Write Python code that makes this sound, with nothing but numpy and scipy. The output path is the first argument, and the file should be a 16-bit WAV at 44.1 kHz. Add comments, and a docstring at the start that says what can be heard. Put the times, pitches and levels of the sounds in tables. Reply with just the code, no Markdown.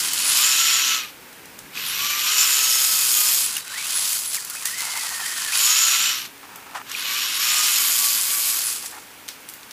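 """One microphone in a yard, feeding both channels: a small electric model truck ploughs snow.
It drives from the garage to the snow bank, rests and reverses home, shuffles in short jerks close by,
then goes out and back again. Gear teeth rattle into the chassis; motor and gears whine with the speed.
Snow creaks in bursts of grain slips, ice and plastic tick as short noise puffs, slack gears clack.
Far traffic rumbles and drones throughout under shaped noise and microphone hiss."""
import sys
import numpy as np
from scipy import signal
from scipy.fft import rfft, irfft, next_fast_len
from scipy.io import wavfile
from scipy.ndimage import uniform_filter1d

SR = 44100
rng = np.random.default_rng(int(sys.argv[2]) if len(sys.argv) > 2 else 0)


def waveform_to_disk(signal):
    """Save audio, clipped to [-1, 1], as 16-bit WAV at the path in sys.argv[1]."""
    frames = np.transpose(np.atleast_2d(signal))
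    scaled = np.clip(frames, -1, 1) * 32767
    samples = np.round(scaled).astype(np.int16)
    wavfile.write(sys.argv[1], SR, samples)


def voltage_ratio(decibels):
    """Convert decibels (scalar or array-like) to amplitude ratios, 20 dB per decade."""
    exponent = np.asarray(decibels, float) / 20
    return 10 ** exponent


N = 428641


def rms_one(x):
    """Scales to an rms of 1."""
    return x / np.sqrt(np.mean(x ** 2) + 1e-20)


def in_time(rows):
    """Straight lines through rows of time in seconds and values, one curve a column."""
    s, *columns = np.transpose(rows)
    return [np.interp(np.arange(N) / SR, s, column) for column in columns]


def at_hz(points, hz):
    """Reads a table of Hz and dB along log frequency."""
    table_hz, table_db = np.transpose(points)
    return np.interp(np.log(hz), np.log(table_hz), table_db)


def band(x, low, high, order=2):
    """Butterworth band-pass between two frequencies in Hz."""
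    return signal.sosfilt(signal.butter(order, [low, high], "band", fs=SR, output="sos"), x)


def coloured(spectrum):
    """Smooth noise on a spectrum; rms 1."""
    size = next_fast_len(N)
    hz = np.maximum(np.fft.rfftfreq(size, 1 / SR), 1)
    colour = voltage_ratio(at_hz(spectrum, hz))
    return rms_one(irfft(rfft(rng.standard_normal(size)) * colour, size)[:N])


def drift(rate):
    """Slow chance: noise twice through a one-pole low-pass at rate Hz, run in for a second; rms 1."""
    r = np.exp(-2 * np.pi * rate / SR)
    noise = rng.standard_normal(N + SR)
    return rms_one(signal.lfilter([1], [1, -2 * r, r * r], noise)[SR:])


def resonances(x, table):
    """Parallel resonators of (Hz, width Hz, dB), signs alternating."""
    out = 0
    for k, (hz, width, level_db) in enumerate(table):
        r = np.exp(-np.pi * width / SR)
        top = (-1) ** k * voltage_ratio(level_db) * (1 - r * r) / 2
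        out = out + signal.lfilter([top, 0, -top], [1, -2 * r * np.cos(2 * np.pi * hz / SR), r * r], x)
    return out


def grains(per_s, spread_db):
    """Random clicks of uneven size and sign."""
    sizes_db = spread_db * np.minimum(rng.exponential(1, N), 5)
    sizes = voltage_ratio(sizes_db) * rng.choice([-1, 1], N)
    return sizes * (rng.random(N) < per_s / SR)


def tone(hz, level_db, wobble_hz, rough):
    """A gliding sine; uneven teeth blur its strength and phase."""
    rough = np.clip(rough, 0, 1)
    blur = (drift(wobble_hz) + 1j * drift(wobble_hz)) / np.sqrt(2)
    carrier = np.exp(2j * np.pi * np.cumsum(hz) / SR)
    blurred = carrier * (np.sqrt(1 - rough) + np.sqrt(rough) * blur)
    return voltage_ratio(level_db) * np.sqrt(2) * np.real(blurred)


def drive():
    """Gear pitch and effort through all pulls of the throttle."""
    # One list a pull; speed is told by the axle gear.
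    # Each row: time in seconds, gear pitch in Hz, effort in dB.
    pulls = [
        [(0, 850, -20.5), (.125, 860, -23.5), (.29, 936, -18), (.46, 1303, -16), (.62, 1345, -17),
         (.95, 1310, -20), (1.083, 1196, -38), (1.13, 1106, -47), (1.2, 599.6, -72)],
        [(1.68, 600, -66), (1.74, 649.5, -40), (1.786, 739, -32.5), (1.83, 876, -29), (1.9, 977, -26),
         (2.05, 1167, -22.5), (2.25, 1203, -21.5), (2.4, 1302, -17), (3.07, 1290, -19), (3.12, 1214, -18),
         (3.29, 1250, -18), (3.42, 1136, -20.5), (3.5, 780, -25), (3.59, 600, -30.5), (3.627, 400, -44)],
        [(3.655, 412, -41), (3.7, 417, -35), (3.75, 502, -31.5), (3.78, 610, -27.5), (3.82, 635, -28.5),
         (3.92, 890, -23), (3.98, 979, -23), (4.14, 1068, -22), (4.21, 1050, -27), (4.29, 947, -31),
         (4.352, 898, -27.5), (4.385, 493, -33.5), (4.49, 378, -38)],
        [(4.55, 373, -34.5), (4.56, 728, -31.5), (4.605, 707, -33), (4.63, 474, -31), (4.69, 535, -31),
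         (4.72, 499, -31), (4.79, 598, -28), (5.05, 551, -28.5), (5.19, 507, -29), (5.35, 513, -27),
         (5.505, 484, -28.5)],
        [(5.545, 724, -20), (5.585, 1070, -17), (5.75, 1320, -16), (6.09, 1356, -19), (6.16, 1284, -24.5),
         (6.256, 1190, -33.5), (6.316, 1100, -56), (6.4, 500, -70)],
        [(6.84, 450, -67), (6.88, 459.5, -41), (6.91, 501, -36.5), (6.94, 850, -30.5), (7.07, 1100, -24.5),
         (7.19, 1197, -22), (7.33, 1010, -23.5), (7.46, 1225, -18), (7.66, 1238, -17.5), (7.78, 1135, -18.5),
         (8.13, 1150, -20), (8.22, 1050, -21.5), (8.3, 1146, -22), (8.56, 1138, -22), (8.7, 900, -25.5),
         (8.865, 696, -36), (8.98, 502, -48.5), (9.2, 400, -59)],
    ]
    return in_time([row for pull in pulls for row in pull])


def lane_place():
    """Where the truck is on the lane, from the garage to the snow bank."""
    # Each row: time in seconds, place (0 close by the garage, 1 far off at the bank).
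    way = [(0, 0.041), (.35, 0.29), (.95, 1), (2.1, 0.87), (2.45, 0.47), (2.9, -0.086), (3.45, -.1),
           (3.7, .3), (4.2, -0.26), (4.7, 0.065), (5.55, 0.17), (6.1, 0.88), (7.1, 0.95), (7.55, 0.49),
           (8.05, -0.12), (8.8, -0.15)]
    return in_time(way)[0]


def share(close_db, bank_db, octave_db):
    """Level of a part in dB: effort, changed by the truck's place and speed."""
    gear_hz, effort_db = drive()
    octaves = np.log2(gear_hz / 1300)   # from full speed
    return effort_db + close_db + bank_db * lane_place() + octave_db * octaves


def throb():
    """The load on the teeth swells once a shaft turn and jumps over bumps."""
    shaft_ratio = 10.1   # whine cycles per turn of the shaft
    turns = np.cumsum(drive()[0]) / SR / shaft_ratio
    bumps_db = 0.31 * drift(20.0) + 0.68 * drift(155.0)
    return voltage_ratio(1.1 * np.sin(2 * np.pi * turns) + bumps_db)


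def rattle(load):
    """Dense tooth blows ring in the chassis; each part passes its own band."""
    # Plough blade, wheels, tyres, chassis, gearbox, cab, motor can: the band each radiates.
    # Each row: low edge in Hz, high edge in Hz.
    parts = [(600, 1000), (1000, 1500), (1500, 2330), (2330, 4500), (4500, 8000), (8000, 11500),
             (11500, 19000)]
    # The same parts' levels. Each row: level over effort close by in dB, change out to the bank in dB,
    # change in dB per octave of speed.
    part_levels = [(-32, -2, -3.5), (-23, 5, -5.5), (-19, 6, -3), (-12, 6.5, -0.5), (-9, -3, -2.5),
                   (-6, -9.5, -1.5), (-10.5, -14, -1)]
    # Resonances the blows ring in. Each row: centre in Hz, width in Hz, relative level in dB.
    chassis = [(1150, 40, -14), (2457, 91, 10.5), (3190, 1530, 8.5), (6940, 2100, 5.5), (10100, 310, -8.5)]
    crawling = np.clip((-22. - drive()[1]) / 8, 0, 1)   # at a crawl the teeth catch in lumps
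    lumps = voltage_ratio(1.4 * crawling * drift(29.0))
    blows = load * lumps * grains(12000., spread_db=3.0)
    body = blows + 2.22 * resonances(blows, chassis)
    out = 0
    for (low, high), levels in zip(parts, part_levels):
        level_db = share(*levels) + 0.91 * drift(15.0)
        out = out + voltage_ratio(level_db) * rms_one(band(body, low, high, order=4))
    return out


def gears(load):
    """Axle gear, pinion and motor sing at fixed ratios of one speed; housings ring where they are."""
    # How well whine, pinion and whistle carry. Each row: pitch in Hz, level over effort in dB.
    whine_carry = [(800, -42), (1000, -36), (1090, -24), (1150, -17.5), (1220, -14.5), (1350, -17)]
    pinion_carry = [(1450, -10), (1800, -5), (2150, -6), (2650, -8), (3200, -16), (3700, -12), (4300, -30)]
    whistle_carry = [(7500, -35), (9500, -20), (10300, -0.5), (11200, -14), (12300, -7), (13200, -11.5),
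                     (13900, -27)]
    # A third of the whine hums for a while: start in seconds, end in seconds, level over effort in dB.
    start, end, under_db = (2.1, 3.14, -39)
    # Ring of the motor can. Each row: time in seconds, level over effort in dB.
    can_ring = [(.3, -37), (.42, -15), (1.0, -13.5), (1.75, -7.5), (2.1, -10.5), (2.9, -9), (3.35, -8),
                (3.5, -35), (5.6, -35), (5.72, -13), (6.2, -13), (6.95, -11), (7.4, -15), (7.7, -16),
                (8.0, -19), (8.7, -18)]
    # Housing and two gearbox rings. Each row: pitch close by in Hz, pitch at the bank in Hz, width in Hz,
    # extra dB per dB of effort, level over effort close by in dB, change out to the bank in dB,
    # change in dB per octave of speed.
    rings = [(3100, 2950, 120, 0.5, -21, 8.5, -6), (6830, 7050, 360, 1.1, -8.5, 1, 13),
             (5167, 5750, 430, 0.24, -12, 4, 11)]
    gear_hz, effort_db = drive()
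    place, t = lane_place(), np.arange(N) / SR
    unsteady = .008 * drift(10.)
    patchy = load * voltage_ratio(0.63 * drift(6.5))   # wheels slip and grip

    # coasting teeth carry no load; hard braking (12 octaves per second or more) is no coasting
    slowing = -uniform_filter1d(np.gradient(np.log2(gear_hz)) * SR, size=2000)   # octaves per second
    coast_db = -14 * np.clip(slowing / 2.5, 0, 1) * (slowing < 12)

    whine = gear_hz * (1 + unsteady / 2)
    whine_effort_db = np.minimum(effort_db, -24.5)   # beyond this the whine stops growing
    whine_db = whine_effort_db + coast_db + at_hz(whine_carry, gear_hz) + 5.5 * place
    out = tone(whine, whine_db, wobble_hz=22., rough=.2)
    out += tone(2 * whine, whine_db + 0.5, wobble_hz=60., rough=0.82)
    undertone = tone(whine / 3, effort_db + under_db, wobble_hz=5., rough=0.12)
    out += ((t > start) & (t < end)) * undertone

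    pinion = 3.6 * gear_hz
    stutter = .025 * drift(25.)
    pinion_effort_db = np.minimum(effort_db, -30)   # the pinion stops growing earlier
    pinion_db = pinion_effort_db + coast_db + at_hz(pinion_carry, pinion)
    pinion_tone = tone(pinion * (1 + stutter), pinion_db, wobble_hz=120., rough=.45)
    out += load * voltage_ratio(1.0 * drift(20.)) * pinion_tone

    whistle = 10.8 * gear_hz
    whistle_db = effort_db + at_hz(whistle_carry, whistle) - 5 * place
    out += patchy * tone(whistle * (1 + unsteady), whistle_db, wobble_hz=450., rough=1)
    can_db = effort_db + in_time(can_ring)[0]
    out += patchy * tone(13000 * (1 + unsteady), can_db, wobble_hz=450., rough=0.97)

    for close_hz, bank_hz, width_hz, growth, *levels in rings:
        hz = (close_hz + (bank_hz - close_hz) * place) * (1 + .015 * drift(3.0))
        extra_db = growth * (np.maximum(effort_db, -35.) + 18)   # none at -18 dB of effort
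        ring = tone(hz, share(*levels) + extra_db, wobble_hz=width_hz, rough=0.95)
        out += voltage_ratio(1.7 * drift(12.0)) * load * ring
    return out


def peeps():
    """Thin, slightly blurred tones of steady pitch near standstill."""
    # Each row: start in seconds, length in seconds, pitch in Hz, level in dB.
    peep_rows = [(3.616, .13, 3930, -45), (6.36, .1, 9150, -63)]
    t, out = np.arange(N) / SR, 0
    for s, length, hz, level_db in peep_rows:
        peep = tone(np.full(N, hz), level_db, wobble_hz=25., rough=0.38)
        out = out + ((t > s) & (t < s + length)) * peep
    return out


def clacks(t60=0.016, rise=0.0012):
    """Slack in the gears is taken up: a soft blow on one mode of the gear housing."""
    # Each row: start in seconds, approximate peak in dB, pitch in Hz.
    clack_rows = [(1.774, -22, 2500), (1.797, -25, 2600), (3.5663, -19, 2860), (5.5336, -19, 2570),
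                  (6.9492, -18.5, 2448)]
    out, t = np.zeros(N + 8192), np.arange(8192) / SR
    for s, peak_db, hz in clack_rows:
        shape = (1 - np.exp(-t / rise)) * voltage_ratio(-60 * t / t60 + 10)   # 10 dB makes up for the soft rise
        out[round(s * SR):][:t.size] += voltage_ratio(peak_db) * shape * np.sin(2 * np.pi * hz * t)
    return out[:N]


def crackle():
    """Ice breaks under the tyres and settles at rest; it stops growing once the truck rolls."""
    rolling_db = np.clip(drive()[1], -46., -29.)
    breaks = band(grains(50., spread_db=4.5), 2000, 12000, order=1)
    return voltage_ratio(rolling_db + 9.0) * breaks


def crunch():
    """Snow packs down with a creak: quick uneven slips between grains ring in the packed snow."""
    # Each row: start in seconds, length in seconds, level before the final band-pass in dB.
    creaks = [(0.179, 0.031, -42), (4.824, .03, -35.5), (4.867, 0.032, -36.5), (4.932, 0.058, -34),
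              (5.025, 0.047, -37), (5.107, 0.028, -37), (5.192, 0.033, -36.5), (6.43, 0.027, -41.5),
              (6.49, 0.14, -44.5), (6.66, 0.13, -43), (6.746, .034, -29.5), (6.781, 0.038, -38),
              (8.834, 0.019, -41), (8.921, 0.072, -40)]
    # Resonances of the packed snow. Each row: centre in Hz, width in Hz, relative level in dB.
    snow = [(855, 225, 5), (1360, 240, 2), (1760, 150, 1), (2500, 810, -6.5), (5000, 6000, -15.5)]
    t, weight = np.arange(N) / SR, np.zeros(N)
    for s, length, level_db in creaks:
        weight += voltage_ratio(level_db) * ((t > s) & (t < s + length))
    slips = grains(2500., spread_db=2.5)
    ringing = band(resonances(weight * slips, snow), 720, 12000, order=3)
    return ringing / np.std(resonances(slips, snow))


def ticks(t60=0.012, tail_t60=0.25, rise=.0006):
    """Ice and plastic snap: a noise puff dies fast, wide around its centre, with a faint tail off walls."""
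    # Each row: start in seconds, peak in dB, centre in Hz.
    tick_rows = [(0.134, -8, 10800), (0.3714, -4, 6850), (1.3285, -33, 5670), (1.4556, -31.5, 7000),
                 (1.589, -25.5, 8600), (3.5664, -12, 9980), (3.5794, -13, 6114), (4.343, -16, 9490),
                 (4.352, -16, 6760), (4.448, -18, 11800), (4.4987, -15, 10000), (4.655, -7, 7000),
                 (4.671, -13, 7550), (4.8048, -14.5, 4050), (4.8517, -16, 8250), (6.558, -24, 13000),
                 (6.896, -23, 4290), (6.9154, -14.5, 5500), (8.8595, -18, 6340), (9.2802, -20, 4190),
                 (9.2868, -15, 3900), (9.4878, -22, 9850), (9.497, -22, 11470), (9.5367, -21.5, 14700),
                 (9.631, -28, 4740), (9.7092, -23.5, 4150)]
    size = 4096
    out, t = np.zeros(N + size), np.arange(size) / SR
    decay = voltage_ratio(-60 * t / t60) + 0.14 * voltage_ratio(-60 * t / tail_t60)
    for s, peak_db, hz in tick_rows:
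        puff = rng.standard_normal(size) * (1 - np.exp(-t / rise)) * decay
        around_centre = band(puff, hz / 1.6, min(hz * 1.5, 18000), order=1)
        puff = .3 * band(puff, 1200, 16000) + around_centre
        out[round(s * SR):][:size] += voltage_ratio(peak_db) * puff / np.abs(puff).max()
    return out[:N]


def yard():
    """Smooth noise on the far spectrum; passing traffic swells the bass and a wavering hum."""
    # Spectrum of the far yard. Each row: frequency in Hz, relative density in dB per Hz.
    far_spectrum = [(15, -52), (25, -19), (104, -9), (188, -3.5), (227, -5), (322, -4.5), (523, -10.5),
                    (631, -13), (945, -13), (1110, -44), (2230, -15.5), (11500, -29), (15500, -17.5)]
    # Air and microphone. Each row: frequency in Hz, relative density in dB per Hz.
    hiss_spectrum = [(600, -21), (950, -2.5), (1600, 0), (2300, -3.5), (4000, -12.5), (8000, -12),
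                     (15500, -9)]
    # Far road. Each row: time in seconds, rumble in dB, drone in dB.
    traffic = [(0, -57.5, -50), (1.1, -61.5, -52), (2.03, -52.5, -52), (2.3, -61, -56),
               (3.39, -56.5, -52.5), (3.7, -61.5, -58), (7.8, -60.5, -53), (9.72, -64, -56)]
    far = coloured(far_spectrum)
    rumble_db, drone_db = in_time(traffic)
    rumble = voltage_ratio(rumble_db) * rms_one(band(far, 29, 160))
    drone = voltage_ratio(drone_db) * rms_one(band(far, 225.0, 504, order=3))
    hum_phase = 2 * np.pi * 276 * np.arange(N) / SR + .5 * drift(2.5)   # 276 Hz, wavering
    hum = voltage_ratio(drone_db - 7.5 + 1.8 * drift(2.2)) * np.sin(hum_phase)
    hiss = voltage_ratio(-45 + 0.44 * drift(24.0)) * coloured(hiss_spectrum)
    return voltage_ratio(-43) * band(far, 700, 12000, order=3) + rumble + drone + hum + hiss


def scene():
    """Truck, snow and yard at one microphone, alike in both channels."""
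    load = throb()
    truck = rattle(load) + gears(load) + peeps() + clacks() + crackle()
    return np.tile(truck + crunch() + ticks() + yard(), (2, 1))


def low_pass(x):
    """Removes everything above the highest recorded frequency."""
    return signal.sosfilt(signal.butter(12, 16690, fs=SR, output="sos"), x)


def record(dry):
    """Peaks are rounded, the top is cut off sharply at 15.5 kHz."""
    size = next_fast_len(N)
    rounded = .9 * np.tanh(dry / .9)
    passed = np.fft.rfftfreq(size, 1 / SR) < 15500
    mix = irfft(rfft(rounded, size) * passed, size)[:, :N]
    return low_pass(mix)


dry = scene()
out = record(dry)
waveform_to_disk(out)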